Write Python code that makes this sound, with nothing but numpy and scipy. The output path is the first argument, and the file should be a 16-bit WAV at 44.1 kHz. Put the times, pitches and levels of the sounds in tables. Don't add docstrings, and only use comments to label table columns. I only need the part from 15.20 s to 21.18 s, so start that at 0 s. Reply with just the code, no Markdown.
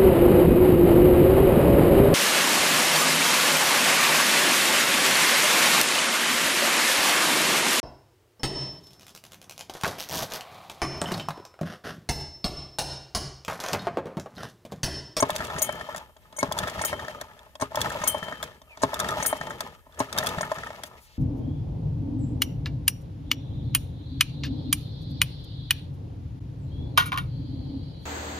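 import sys
import numpy as np
from scipy import signal
from scipy.fft import rfft, irfft, next_fast_len
from scipy.io import wavfile
from scipy.ndimage import uniform_filter1d

SR = 44100
rng = np.random.default_rng(int(sys.argv[2]) if len(sys.argv) > 2 else 0)


def gain_from_db(level_db):
    decades = np.asarray(level_db, float) / 20
    return 10 ** decades


def wav_record(signal):
    frames = np.transpose(np.atleast_2d(signal))
    bounded = np.clip(frames, -1, 1)
    quanta = np.round(bounded * 32767).astype(np.int16)
    wavfile.write(sys.argv[1], SR, quanta)


N = 263714
T = np.arange(N) / SR
FAST = next_fast_len(N)

# (frequency [Hz], level [dB per Hz])
AIR_COLOUR = [(15, -33), (30, -4), (70, 9), (219, -35), (1860, -36), (3120, -29), (3480, -34),
              (14600, -24.5), (16300, -49)]
# (frequency [Hz], left minus right [dB])
PORT_LEAN = [(60, 2.5), (400, 1.6), (2000, 2.2), (8000, 1.8), (13000, 8)]
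# (time [s], length [s], level [dB], lowest [Hz], highest [Hz])
RUSTLES = [(5.64, .05, -47.5, 2000, 15000), (5.78, .11, -56, 5100, 15000), (5.72, .4, -54, 1600, 5500),
           (.82, .3, -58, 500, 900), (3.28, .3, -58, 500, 900), (4.5, .3, -57, 500, 900),
           (3.621, .018, -24, 4800, 8500), (2.408, .014, -36, 3000, 8000), (5.862, .016, -55, 700, 8000),
           (5.95, .05, -52, 300, 2500), (3.575, .05, -50, 1500, 6000)]
# (time [s], level [dB], pitch [Hz])
SQUEAKS = [
    [(3.44, -93, 3100), (3.48, -61, 2740), (3.52, -52, 2440), (3.56, -58, 2240)],
    [(5.77, -71, 2000), (5.782, -53, 2100), (5.8, -63, 2200)],
]
# (frequency [Hz], level [dB per Hz])
RUMBLE_COLOUR = [(15, -45.5), (30, -22), (66, -0.5), (157, -2), (210, -5.5), (258, -5.5), (291, -13),
                 (450, -3.5), (580, -13), (990, -120)]
# (frequency [Hz], level [dB per Hz])
SCRAPE_COLOUR = [(1060, -53), (1800, -4.5), (2370, -10), (3220, -10), (3870, -15.5), (5200, -16.5),
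                 (14900, -31), (15900, -34), (16300, -71)]
# (frequency [Hz], width [Hz], level [dB])
RATTLE_MODES = [(633, 49, 2.5), (925, 79, 0), (1253, 60, 0.5), (1728, 80, -5.5), (2210, 63, -14.5),
                (2790, 40, -17.5), (3100, 64, -19), (3410, 100, -15)]
# (crank at speed [s], slack before it [dB], rattle [dB], last compression [s], crank still [s])
PULLS = [
    (0.202, -6, -34, 0.79, 0.94),
    (1.408, -10.5, -34, 1.93, 2.41),
    (2.592, -24, -32.5, 3.27, 3.41),
    (3.82, -9.5, -32.5, 4.478, 4.615),
    (4.984, -18.5, -31, 5.56, 5.83),
]
# (rattle at last compression [dB], nearly still [s], level then [dB])
COASTS = [(-44.5, .86, -55), (-43.5, 2.15, -54), (-44.5, 3.34, -54), (-44.5, 4.55, -55), (-45, 5.775, -55)]
# (time [s], peak [dB])
THUMPS = [(0.0312, -23.5), (0.122, -25.5), (0.199, -24), (0.357, -20.5), (0.771, -37), (1.2446, -30),
          (1.288, -24.5), (1.4297, -26), (1.588, -24.5), (1.749, -54), (2.6557, -25), (2.812, -25),
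          (3.027, -27.5), (3.6437, -24), (3.84, -24.5), (3.998, -25.5), (4.2085, -27), (5.022, -27),
          (5.072, -35), (5.178, -19), (5.2274, -30), (5.38, -29)]
# (frequency [Hz], level [dB per Hz])
TICK_COLOUR = [(880, -12), (1500, 4.5), (2150, -11), (3440, -15.5), (4070, -7), (7270, -8), (8030, -10.5),
               (9900, -11), (14300, -15.5), (16300, -22)]
# (frequency [Hz], t60 [s], level [dB], group)
BLOCK_MODES = [(3270, .018, -5, 0), (3430, .02, -4, 0), (3570, .022, -3, 0), (3760, .016, -7, 0),
               (2650, .016, -9, 0), (4900, .01, -6, 0)]
# (time [s], peak [dB])
TAPS = [(0.206, -41), (0.362, -39), (0.612, -42), (0.746, -41), (1.847, -44), (3.03, -42), (3.712, -45),
        (4.212, -40), (4.267, -43), (4.7233, -54), (4.878, -55), (5.4346, -44), (0.967, -50),
        (1.126, -44.5), (1.433, -36), (1.592, -45), (1.796, -41), (1.882, -39.5), (2.191, -47),
        (2.3536, -38.5), (2.8154, -38), (3.4172, -45.5), (3.5728, -41), (3.8426, -35), (4.002, -36.5),
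        (4.308, -39), (4.7453, -47.5), (5.1818, -40.5), (5.385, -39), (5.4707, -41)]
# (time [s], peak [dB])
FLECKS = [(.0897, -40), (.525, -37), (.552, -46), (2.693, -42), (2.982, -41), (3.04, -45), (3.175, -58),
          (4.1674, -42), (4.176, -44), (4.204, -49), (4.2991, -42), (5.036, -33), (5.251, -42)]
# (time [s], peak [dB])
SNAPS = [(0.1035, -23), (.182, -34), (.243, -35), (0.249, -33), (.2693, -35), (0.7618, -31), (.77, -36),
         (.779, -34.5), (1.209, -33), (1.3225, -24), (1.4771, -30), (1.498, -33), (2.012, -29.5),
         (2.5564, -23.5), (2.7, -33), (2.722, -35), (2.981, -46), (3.2276, -26.5), (3.238, -32.5),
         (3.7418, -24), (3.887, -26.5), (3.907, -32.5), (4.406, -23.5), (4.9274, -27), (5.089, -27.5),
         (5.319, -39), (5.344, -41), (5.635, -28.5)]
# (time [s], peak [dB], touch earlier by [s])
SLAMS = [(0.1619, -22.5, 0.008), (1.3878, -19.5, 0.0097), (2.615, -18, 0.0085), (3.8001, -18, 0.008),
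         (4.985, -15, 0.008), (5.069, -17.5, 0.0074)]
# (time [s], peak [dB], spot)
KNOCKS = [(.0954, -21, 0.62), (.205, -28, 1.7), (0.4915, -21, 0.9), (.6103, -28.5, 1.4), (.6884, -31, 0.09),
          (.747, -28.5, 1.2), (1.3142, -24.5, 0.42), (1.6383, -24.5, 1.4), (1.7298, -19, 0.83),
          (2.0152, -32, 0.91), (2.5185, -35.5, 0.12), (2.5467, -26.5, 0.32), (2.5726, -20, 0.47),
          (2.7523, -31, 0.084), (2.9456, -23, 0.14), (3.0273, -29, 2.25), (3.1244, -26, 1.46),
          (3.2306, -30, 0.7), (3.732, -24, 0.49), (4.128, -18, 0.61), (4.2122, -26, 1.6),
          (4.406, -28.5, 1.04), (4.9276, -48, .1), (5.2307, -24, 1.5), (5.3168, -20.5, 0.25),
          (5.434, -32, 2.2), (5.4686, -32.5, 1.7), (5.6355, -33, 1.05)]
# (time [s], peak [dB], spot)
BUMPS = [(0.19, -30, 1.9), (0.301, -18.5, 0.81), (0.364, -23, 1.9), (0.558, -31, 1.3), (1.37, -32, 0.66),
         (1.424, -30, 1.7), (1.435, -19.5, 1.6), (1.472, -17, 1.2), (1.482, -16, 1.36), (1.534, -32, 1.3),
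         (1.592, -19, 1.5), (1.794, -25, 1.9), (1.848, -24.5, 1.3), (1.882, -24, 1.94), (2.658, -18, 1.8),
         (2.704, -20, 2.3), (2.818, -17, 1.4), (2.868, -18, 1.1), (3.084, -20.5, 1.1), (3.759, -22, 0.84),
         (3.828, -37, 1.3), (3.845, -19, 1.7), (3.89, -16.5, 1.7), (3.939, -20, 1.1), (4.003, -21, 1.8),
         (4.052, -17, 1.63), (4.093, -32, 0.99), (4.27, -20.5, 0.94), (4.306, -19, 1.34),
         (4.783, -38, 0.47), (4.95, -25, 0.65), (5.006, -22, 0.91), (5.029, -18.5, 1.7), (5.044, -18, 0.83),
         (5.184, -16.5, 1.35), (5.254, -39, 1.5), (5.357, -36.5, 1.2), (5.384, -23, 1.7),
         (5.504, -23, 0.84), (5.599, -41, 0.87)]
# (time [s], peak [dB], spot)
NUDGES = [(.9643, -48.5, 0.59), (1.1267, -44, 0.32), (1.2095, -54, 0.079), (2.2652, -49.5, 0.088),
          (2.354, -42, 0.25), (3.4161, -47, 0.32), (3.5075, -56, 0.11), (3.573, -38.5, 0.65),
          (4.6665, -50, 0.075), (4.694, -55, 0.033)]
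# (frequency [Hz], t60 [s], level [dB], group on the spot scale)
COWLING_MODES = [(625.7, 0.17, 2.5, -0.5), (687, 0.032, 1, 1), (912, 0.073, 0.5, 0.5),
                 (1045, 0.13, -2.5, 0.33), (1306, 0.049, 2, 2), (1637, 0.025, 5.5, 2),
                 (1840, 0.04, 3.5, 2.4), (2200, 0.22, -13, 1.7)]
# (frequency [Hz], t60 [s], level [dB], group)
BIN_MODES = [(272, 0.094, -0.5, 0), (417, 0.067, -4, 0), (312, 0.089, -23.5, 0)]
# (time [s], peak [dB])
BITES = [
    (0.0255, -11),
    (1.2291, -16),
    (2.421, -18),
    (3.6342, -13),
    (4.8024, -16.5),
]
# (frequency [Hz], t60 [s], level [dB], group)
BITE_MODES = [(268, .17, -4, 0), (410, .22, -10, 0), (120, .25, -13, 0), (585, .08, -5, 0),
              (650, .1, -1.5, 0), (922, .1, -2.5, 0), (1063, .11, -1, 0), (1160, .05, -10, 0),
              (865, .06, -5, 0), (1650, .04, -6, 0), (2212, .12, -16, 0)]
# (time [s], rim ring [dB], wall ring [dB], upper rings [dB], cowling blow [dB])
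GRAZES = [(.0014, -25, -24, -36.5, -25), (.383, -32, -27.5, -44, -29), (1.1648, -40, -34, -49, -46),
          (1.1866, -23.5, -31, -40, -30), (1.6149, -34.5, -36, -40.5, -26), (2.3997, -47, -48, -52, -37),
          (2.4116, -41, -35, -45, -32), (2.8383, -33, -32, -48, -23.5), (3.6193, -42, -42, -50, -33),
          (4.026, -31, -28, -39.5, -26.5), (4.7904, -36, -38, -46, -37), (5.2098, -33, -43, -45.5, -25)]
# (time [s], rim ring [dB], wall ring [dB], upper rings [dB], long ring [dB])
STRIKES = [
    (0.4192, -19, -32, -30, -48.5),
    (1.6492, -27.5, -37, -34.5, -49),
    (2.8745, -33, -33, -28, -41),
    (4.061, -27.5, -43, -29, -46),
]
LOW_RING_DB = (-47, -55, -52, -49)
# (frequency [Hz], t60 [s], level [dB], group)
FREE_RING = [(3128, 1.0, 1, 0), (3120, .45, -5, 0), (3090, .18, -4, 0), (2198, .4, -6, 1),
             (2168, .3, -10, 1)]
CUP_HZ = [6690, 6810, 6255, 6205, 8605, 8340, 8225, 10558, 10425, 10680, 13422, 13630, 13515, 15122]
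CUP_GROUP = [0, 0, 1, 1, 2, 2, 2, 3, 3, 3, 3, 3, 3, 3]
# (t60 [s], level [dB])
CUP_RINGS = [(0.11, -3), (0.069, -3.5), (0.12, 1), (0.09, 1), (0.13, 2.5), (0.17, -0.5), (0.1, 2),
             (0.17, 2.5), (0.16, -2.5), (0.15, -2), (0.1, -9), (.09, -6.5), (.08, -7.5), (.06, -3)]

BUMP_DB = -8.5
KNOCK_BIN_DB, NUDGE_BIN_DB = -23, -15


def evened(x):
    return x / np.sqrt(np.mean(x ** 2) + 1e-20)


def read(points, hz):
    f, value = np.transpose(points)
    return np.interp(np.log(hz + 1), np.log(f + 1), value)


def add(mix, s, sound):
    part = mix[round(s * SR):][:len(sound)]
    part += sound[:len(part)]


def coloured(x, points):
    gain = gain_from_db(read(points, np.fft.rfftfreq(FAST, 1 / SR)))
    return evened(irfft(rfft(x, FAST) * gain, FAST)[..., :N])


def filtered(x, order, hz, kind):
    return signal.sosfilt(signal.butter(order, hz, kind, fs=SR, output="sos"), x)


def hiss_pair(apart):
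    return rng.standard_normal(N) + apart * rng.standard_normal((2, N))


def resonate(x, hz, width):
    r = np.exp(-np.pi * width / SR)
    if np.ndim(hz) == 0:
        return 2 * signal.lfilter([1 - r], [1, -r * np.exp(2j * np.pi * hz / SR)], x + 0j).real
    turn = np.exp(2j * np.pi * np.cumsum(hz) / SR)
    return 2 * (turn * signal.lfilter([1 - r], [1, -r], x / turn)).real


def lumpy(x, per_s, depth_db):
    span = int(SR / per_s)
    wander = uniform_filter1d(uniform_filter1d(rng.standard_normal(N), span), span)
    return evened(x * gain_from_db(depth_db * evened(wander)))


def struck(modes, group_db, rise_s, detune, length_s, spread_db=6.0):
    hz, t60, db, group = np.array(modes).T[:, :, None]
    t = T[:round(length_s * SR)]
    chance = rng.random((3, len(modes), 1))
    pitch = hz * (1 + detune * (2 * chance[0] - 1))
    swing = np.sin(2 * np.pi * (pitch * t + chance[1]))
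    mode_db = np.array(group_db)[group.astype(int)] + db + spread_db * (2 * chance[2] - 1)
    return (swing * gain_from_db(mode_db - 60 * t / t60)).sum(0) * (1 - np.exp(-t / rise_s))


def ports(x, lead_s, wet_db, t60):
    hz, t = np.fft.rfftfreq(FAST, 1 / SR), T[:SR // 6]
    lean = gain_from_db(read(PORT_LEAN, hz) / 2)
    late = np.exp(-2j * np.pi * hz * lead_s)
    pair = irfft(rfft(x, FAST) * np.array([lean, late / lean]), FAST)[:, :N]
    echoes = rng.choice([-1., 1.], (2, len(t))) * (rng.random((2, len(t))) < 2500 / SR)
    echoes = echoes * gain_from_db(-60 * t / t60) * (t > .0015)
    echoes = filtered(echoes, 1, 700, "high")
    echoes /= np.linalg.norm(echoes, axis=1, keepdims=True)
    return pair + gain_from_db(wet_db) * signal.oaconvolve(pair, echoes, axes=1)[:, :N]


def garden():
    both = coloured(rng.standard_normal(N), AIR_COLOUR)
    apart = np.array([coloured(rng.standard_normal(N), AIR_COLOUR) for _ in "lr"])
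    return gain_from_db(-64.5) * (1.1 * both + 1.3 * apart)


def rustles():
    out = np.zeros(N)
    for s, length, db, low_hz, high_hz in RUSTLES:
        swell = np.hanning(round(length * SR))
        hiss = filtered(rng.standard_normal(SR // 2), 2, [low_hz, min(high_hz, SR / 2.2)], "band")
        add(out, s, gain_from_db(db) * swell * hiss[:len(swell)])
    return out


def squeaks():
    out = np.zeros(N)
    for rows in SQUEAKS:
        s, db, hz = np.transpose(rows)
        t = np.arange(s[0], s[-1], 1 / SR)
        whistle = evened(resonate(rng.standard_normal(len(t)), np.interp(t, s, hz), 70))
        add(out, s[0], gain_from_db(np.interp(t, s, db)) * whistle)
    return out


def effort():
    points = []
    for (bite, _), (fast, slack_db, db, last, still), (last_db, *slowed) in zip(BITES, PULLS, COASTS):
        points += [(bite - 0.039, -57.5), (bite + 0.0034, -34)]
        points += [(fast - 0.1, db + slack_db), (fast, db)]
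        points += [(last, last_db), slowed, (still, -66)]
    return np.interp(T, *np.transpose(points))


def crank_impacts():
    hits = rng.standard_normal(N) * (rng.random(N) < 1800 / SR)
    return lumpy(hits * gain_from_db(1.9 * np.minimum(rng.exponential(1, N), 4)), 73, 1.13)


def rumble():
    noise = coloured(rng.standard_normal(N), RUMBLE_COLOUR)
    return gain_from_db(0.85 * effort() - 11.5) * lumpy(noise, 29, 2.66)


def scrape(impacts):
    freed = sum(np.exp(-((T - s) / 0.047) ** 2) for s, *_ in STRIKES)
    drag = gain_from_db(0.87 * effort() - 25) + gain_from_db(-57) * freed
    noise = coloured(hiss_pair(1.0) + 0.25 * impacts, SCRAPE_COLOUR)
    return gain_from_db(9.5) * drag * lumpy(noise, 46, 2.8)


def rattle(impacts):
    body = np.zeros(N)
    for hz, width, db in RATTLE_MODES:
        felt = lumpy(impacts * rng.choice([-1, 1], N), 44, 3.27)
        body += gain_from_db(db) * resonate(felt, hz, 1.32 * width)
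    return gain_from_db(effort() + 0.5) * evened(body)


def chatter():
    clicks = (rng.random(N) < 170 / SR) * gain_from_db(3.5 * np.minimum(rng.exponential(1, N), 4))
    puffs = signal.oaconvolve(clicks, gain_from_db(-60 * T[:600] / .008))[:N] * hiss_pair(.7)
    colour = [(700, -30), (1500, -3), (3500, -4), (5000, -13), (9000, -20), (15000, -26)]  # (Hz, dB per Hz)
    return gain_from_db(effort() - 15) * coloured(puffs, colour)


def thumps():
    out, t = np.zeros(N), T[:SR // 8]
    push = np.sin(2 * np.pi * 165 * t * (1 - 0.52 * t)) + 0.5 * np.sin(2 * np.pi * 80 * t)
    for s, db in THUMPS:
        add(out, s - .003, gain_from_db(db + 4) * push * t / 0.0066 * np.exp(-t / 0.0046))
    return out


def contacts():
    rows = [(s, db, -5.5, 10 + 0.36 * db) for s, db in SNAPS]
    rows += [(s, db - 5, 5, -40) for s, db in FLECKS]
    rows += [(s, db - 13.5, -32, -6) for s, db, _ in KNOCKS]
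    rows += [(s, db + BUMP_DB - 11, -25, 0) for s, db, _ in BUMPS]
    rows += [(s, db, -5.5, -1) for s, db, _ in SLAMS]
    rows += [(s - lead, db - 10, -5.5, -1) for s, db, lead in SLAMS]
    rows += [(s, db, -16, 2.5) for s, db in TAPS]
    rows += [(s, -22, 1, -45) for s, *_ in STRIKES]
    rows += [(s, db - 5, -18, -18) for s, db in BITES]
    rows += [(s, db, -27, -9) for s, *_, db in GRAZES]
    return rows


def ticks():
    dull, bright, block, t = np.zeros(N), np.zeros(N), np.zeros(N), T[:1500]
    shape = (1 - np.exp(-t / .0006)) * (gain_from_db(-2 - 60 * t / .013) + gain_from_db(-20 - 60 * t / .04))
    for s, db, bright_db, block_db in contacts():
        add(dull, s - .0004, gain_from_db(db + 3.5) * shape)
        add(bright, s - .0004, gain_from_db(db + bright_db + 3.0) * shape)
        add(block, s, gain_from_db(db + 3.5) * struck(BLOCK_MODES, [block_db - 5.0], 0.0008, 0.035, .03))
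    noise = coloured(hiss_pair(1.0), TICK_COLOUR)
    low, high = filtered(noise, 4, 8000, "low"), filtered(noise, 4, 8000, "high")
    return dull * evened(low) + bright * evened(high) + block


def blows():
    rows = [(*row, KNOCK_BIN_DB) for row in KNOCKS]
    rows += [(s, db + BUMP_DB, spot, KNOCK_BIN_DB) for s, db, spot in BUMPS]
    rows += [(*row, NUDGE_BIN_DB) for row in NUDGES]
    rows += [(s - .002, db, 0.49, KNOCK_BIN_DB) for s, *_, db in GRAZES]
    rows += [(s, -32.5, .3, NUDGE_BIN_DB) for s, *_ in STRIKES]
    return rows


def knocks():
    out, t = np.zeros(N), T[:round(.12 * SR)]
    choke = 0.75 * np.exp(-(t / 0.01) ** 3) + 0.19
    for s, db, spot, bin_db in blows():
        group_db = -8.5 * abs(np.array([0, 1, 2]) - spot)
        panel = struck(COWLING_MODES, group_db, 0.0016, 0.021, .12, spread_db=2.0)
        add(out, max(s - .001, 0), gain_from_db(db + 3.5) * choke * panel)
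        boom = struck(BIN_MODES, [bin_db], 0.003, 0.011, .12)
        add(out, max(s, 0), gain_from_db(db + 6.5) * boom)
    return out


def bites():
    out, t = np.zeros(N), T[:round(.12 * SR)]
    choke = 0.7 * np.exp(-(t / .018) ** 4) + 0.3
    for s, db in BITES:
        jerk = struck(BITE_MODES, [0], .0012, .008, .12, spread_db=1.5)
        add(out, s - .001, gain_from_db(db - 1.5) * choke * jerk)
    return out


def grazed_cup(modes):
    short, long = np.zeros(N), np.zeros(N)
    for s, rim_db, wall_db, high_db, _ in GRAZES:
        chink = struck(modes, [rim_db, wall_db, high_db + 6, high_db], 0.0018, 0.0015, .2, spread_db=-0.5)
        add(short, s, chink * gain_from_db(-450 * T[:len(chink)]))
        wake = struck(FREE_RING, [wall_db - 23.5, rim_db - 7], 0.0018, .001, .1, spread_db=9.0)
        add(long, s, wake * gain_from_db(-250 * T[:len(wake)]))
    return short, long


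def released_cup(modes):
    short, long, t = np.zeros(N), np.zeros(N), T[:4000]
    for (s, rim_db, wall_db, high_db, free_db), low_db in zip(STRIKES, LOW_RING_DB):
        group_db = [rim_db, wall_db, high_db - 1.5, high_db]
        add(short, s, struck(modes, group_db, 0.002, 0.0015, 0.27, spread_db=1.5))
        ring = struck(FREE_RING, [free_db + 6.5, low_db + 10], 0.004, 0.0006, 0.68, spread_db=1.5)
        jolt = np.clip((T[:len(ring)] - .37) / .04, 0, 1)
        add(long, s, ring * gain_from_db(-5 * jolt))
        splash = np.diff(rng.standard_normal(4001)) * (1 - np.exp(-t / 0.0018))
        add(short, s, gain_from_db(high_db - 3 - 60 * t / 0.032) * splash)
        fuzz = sum(resonate(splash, hz, 280) for hz in CUP_HZ[2::2])
        add(short, s, gain_from_db(high_db + 8 - 60 * t / 0.12) * fuzz)
    return short, long


def cup():
    modes = [(hz, *ring, group) for hz, ring, group in zip(CUP_HZ, CUP_RINGS, CUP_GROUP)]
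    chinks, wakes = grazed_cup(modes)
    rings, long_rings = released_cup(modes)
    jangle = np.array([lumpy(np.ones(N), 350, 2.8) for _ in "lr"])
    return (chinks + rings) * jangle + (wakes + long_rings) * lumpy(np.ones(N), 60, 2.5)


def scene():
    impacts = crank_impacts()
    body = squeaks() + rumble() + rattle(impacts) + thumps() + knocks() + bites()
    starter = rustles() + scrape(impacts) + chatter() + ticks()
    low = ports(body, 0.00016, -7.5, 0.046)
    top = ports(starter, .0003, -5, .025)
    ring = ports(cup(), .0003, -3, .015)
    return garden() + low + top + ring


def low_pass(x):
    return signal.sosfilt(signal.butter(12, 16470, fs=SR, output="sos"), x)


def record(dry):
    edge = signal.firwin(255, 15750, window=("kaiser", 8), fs=SR)
    mix = signal.oaconvolve(dry, edge[None], "same")
    return low_pass(mix)


dry = scene()
out = record(dry)
wav_record(out)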